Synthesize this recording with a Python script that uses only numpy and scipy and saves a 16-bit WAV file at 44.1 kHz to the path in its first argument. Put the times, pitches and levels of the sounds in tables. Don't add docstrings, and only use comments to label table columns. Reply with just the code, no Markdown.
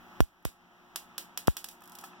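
import sys
import numpy as np
from scipy import signal
from scipy.fft import rfft, irfft
from scipy.io import wavfile
from scipy.ndimage import uniform_filter1d, map_coordinates

SR = 44100
rng = np.random.default_rng(int(sys.argv[2]) if len(sys.argv) > 2 else 0)


def generate_wav(sig):
    pcm = np.round(np.clip(np.atleast_2d(sig).T, -1, 1) * 32767).astype(np.int16)
    wavfile.write(sys.argv[1], SR, pcm)


N = 97020
T = np.arange(N) / SR
HZ = np.maximum(np.arange(N // 2 + 1) * SR / N, 1)
PORT_LAG_S = 20 / SR
SHELF_LOW_HZ, SHELF_HIGH_HZ = 45.5, 658

# (frequency [Hz], level [dB])
MOTOR_LINES = [(118.4, -88.5), (177.6, -72), (204.6, -77.5), (236.9, -74), (296.1, -78.5), (355.3, -71),
               (706, -72.5), (839.8, -73), (940, -75.5), (1050, -89), (1140, -83), (1312, -72)]
# (frequency [Hz], density [dB])
BELT_SPECTRUM = [(30, -43), (60, -7.5), (110, -15.5), (200, -3.5), (330, -2), (460, -12), (750, 0),
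                 (1300, 1.5), (1700, -2), (2200, -5), (3300, -6.5), (4400, -14.5), (6000, -12.5),
                 (8000, -22.5), (15000, -32)]
# (time [s], level [dB])
MACHINE_LEVEL = [(0, -2), (.2, 1.5), (.5, 1), (1.0, -1), (1.4, -3.5), (1.75, -4.5), (2.0, 0.5), (2.2, -0.5)]
# (time [s], level [dB])
CORONA_LEVEL = [(0, -64), (.2, -65), (.3, -60.5), (.6, -67), (.95, -65.5), (1.3, -72), (1.7, -67.5),
                (2.05, -86), (2.2, -86)]
# (frequency [Hz], density [dB])
CORONA_SPECTRUM = [(2000, 6), (6000, -16.5), (12000, -0.5), (16000, 4)]
# (time [s], strength [dB], room tail [dB])
SPARK_EVENTS = [(.2048, 2, -8), (.4270, -37, -6), (.4510, -4.5, -0.5), (.9595, -7.5, 0), (1.1806, -11, 1),
                (1.3750, -9.5, -1.5), (1.4732, -10.5, 2.5), (1.5684, -11, 1.5), (1.6433, -13.5, -2),
                (1.6871, -21, 2), (1.7127, -31, 7), (1.8068, -37, 0), (1.8208, -34.5, 0), (1.8381, -32, 1),
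                (1.8567, -32.5, 0), (1.8761, -31, -0.5), (1.8964, -31, -4), (1.9200, -29.5, 3.5),
                (1.9526, -25, -1), (1.9873, -23.5, 2), (2.0119, -30, 3), (2.0400, -26.5, 9)]
# (delay [s], level [dB], extra delay at right port [s])
NEAR_ECHOES = [(.00115, -15, .00005), (.0024, -5.5, .00003), (.00305, -12.5, .00005), (.0081, -37, 0.074)]
# (frequency [Hz], density [dB])
SCATTER_SPECTRUM = [(300, -10), (1200, -7.5), (2100, 2.5), (3100, 0.5), (4500, 5.5), (5300, 6.5),
                    (6000, 11), (7000, -6), (11000, 8), (15500, 7)]
# (frequency [Hz], density [dB])
ROOM_SPECTRUM = [(300, 5), (1000, -4), (2000, 0), (3200, 1), (5500, 1), (8000, 0.5), (12000, 1), (15500, 1)]
# (time [s], level [dB], low-pass [Hz], recovery high-pass [Hz])
LEFT_OVERLOADS = [(1.4811, 2.5, 1760, 73)]
RIGHT_OVERLOADS = [(.2049, 12.5, 2400, 45.3), (.2078, -2, 2840, 38.7), (.4534, -3, 4150, 54.5)]
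# (time [s], level [dB])
WAND_TAPS = [(1.819, -55.5), (2.0385, -44), (2.041, -56), (2.133, -54.5)]
# (frequency [Hz], level [dB], T60 [s])
WAND_MODES = [(798, -10.5, 0.11), (1026, -4.5, 0.036), (1288, 2, 0.028), (1720, -2.5, 0.039),
              (2560, -3, 0.042), (3280, -12, 0.039)]
# (frequency [Hz], gain [dB])
CROSS_FEED_RESPONSE = [(60, -2), (400, -4.5), (2200, -0.3), (4400, -5), (8000, -6), (12000, -7.5),
                       (16000, -20)]


def from_db(db):
    return 10 ** (np.asarray(db) / 20)


def envelope(rows):
    return from_db(np.interp(T, *np.transpose(rows)))


def response(rows):
    hz, db = np.transpose(rows)
    return from_db(np.interp(np.log(HZ), np.log(hz), db))


def cut(x, hz, kind, order=1):
    sos = signal.butter(order, np.clip(hz, 10, .45 * SR), kind, fs=SR, output="sos")
    return signal.sosfilt(sos, x + 1e-18)


def click(time_s):
    return (np.arange(N) == int(round(time_s * SR))) * 1.0


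def drift(rate_hz):
    knots = rng.standard_normal(200)
    return map_coordinates(knots, [T * rate_hz + 2], order=3, mode="wrap")


def diffuse(spectrum):
    coherence = np.sinc(2 * HZ * PORT_LAG_S)
    mid, side = rfft(rng.standard_normal((2, N))) * response(spectrum)
    x = irfft(np.sqrt(1 + coherence) * mid + np.sqrt(1 - coherence) * side * [[1], [-1]], N)
    return x / x.std()


def noise_tail(spectrum, t60_s, build_s):
    shape = from_db(-60 * T / t60_s) * (1 - np.exp(-T / build_s))
    return diffuse(spectrum) * shape / np.sqrt(np.sum(shape ** 2))


def machine(hum_db=-2.5, waver_db=2.5, speed_wander=.006, belt_db=-59):
    motor_time_s = np.cumsum(1 + speed_wander * drift(rate_hz=9)) / SR
    hum = 0
    for hz, db in MOTOR_LINES:
        amplitude = np.sqrt(2) * from_db(db + hum_db + waver_db * drift(rate_hz=22))
        hum += amplitude * np.sin(2 * np.pi * (hz * motor_time_s + rng.random()))
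    return envelope(MACHINE_LEVEL) * (hum + from_db(belt_db) * diffuse(BELT_SPECTRUM))


def corona():
    return envelope(CORONA_LEVEL) * diffuse(CORONA_SPECTRUM)


def sparks(spike_db=2, scatter_db=4, room_db=1.5, full_db=3.5, db_per_octave=10, variants=7):
    echoes = sum(from_db(db) * np.array([click(delay_s), click(delay_s + lag_s)])
                 for delay_s, db, lag_s in NEAR_ECHOES)
    near = from_db(spike_db) * click(0) + echoes
    scatters = [noise_tail(SCATTER_SPECTRUM, t60_s=.021, build_s=.00095) for _ in range(variants)]
    tails = [noise_tail(ROOM_SPECTRUM, t60_s=.2, build_s=.0027) for _ in range(variants)]
    out = np.zeros((2, N))
    for k, (time_s, db, tail_db) in enumerate(SPARK_EVENTS):
        start = int(time_s * SR)
        length = min(SR // 2, N - start)
        scatter = from_db(scatter_db) * scatters[k % variants]
        tail = from_db(room_db + tail_db) * tails[k % variants]
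        snap = (near + scatter + tail)[:, :length]
        thin_hz = 610 * 2 ** (max(full_db - db, 0) / db_per_octave)
        snap = cut(snap, thin_hz, "high")
        out[:, start:start + length] += from_db(db) * cut(snap, hz=367, kind="high", order=2)
    return out


def thumps(overloads, swing_hz=51, swing_q=1.16):
    jumps = 0
    for time_s, db, dull_hz, recovery_hz in overloads:
        pulse = cut(click(time_s), dull_hz, "low", order=2)
        jumps += from_db(db) * cut(pulse, recovery_hz, "high", order=2)
    offset = signal.lfilter([1], [1, -np.exp(-2 * np.pi * SHELF_HIGH_HZ / SR)], jumps)
    swing = signal.iirpeak(swing_hz, swing_q, fs=SR)[1]
    return signal.lfilter(swing[::-1], swing, offset)


def wand_taps():
    hits = sum(from_db(db) * click(time_s) for time_s, db in WAND_TAPS)
    ring = sum(from_db(db - 60 * T / t60_s) * np.sin(2 * np.pi * hz * T) for hz, db, t60_s in WAND_MODES)
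    return cut(signal.fftconvolve(hits, ring)[:N], hz=566, kind="high", order=2)


def scene(left_db=2, left_top_hz=4170):
    left, right = sparks() + wand_taps() + machine() + corona()
    pole = np.exp(-2 * np.pi * left_top_hz / SR)
    left = from_db(left_db) * signal.lfilter([1 - pole], [1, -pole], left)
    return np.array([left + thumps(LEFT_OVERLOADS), right + thumps(RIGHT_OVERLOADS)])


def gain_control(x, limit_db=-10, release_db_per_s=14, window_s=.0023):
    window = int(window_s * SR)
    power = np.abs(uniform_filter1d(x ** 2, window, axis=1)).max(axis=0)
    over_db = np.maximum(10 * np.log10(power + 1e-12) - limit_db, 0)
    release_db = release_db_per_s * T
    held_db = np.maximum.accumulate(over_db + release_db) - release_db
    ahead_db = np.interp(T + window_s / 2, T, held_db)
    return x * from_db(-uniform_filter1d(ahead_db, window))


def record(dry, top_hz=17000):
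    delay = np.exp(-2j * np.pi * HZ * PORT_LAG_S)
    other = irfft(rfft(dry[::-1]) * response(CROSS_FEED_RESPONSE) * delay, N)
    zero, pole = np.exp(-2 * np.pi * np.array([SHELF_HIGH_HZ, SHELF_LOW_HZ]) / SR)
    lifted = signal.lfilter([1, -zero], [1, -pole], dry - other)
    clipped = np.clip(gain_control(lifted), -.85, .85)
    return signal.sosfilt(signal.cheby2(16, 70, top_hz, fs=SR, output="sos"), clipped)


dry = scene()
out = record(dry)
generate_wav(out)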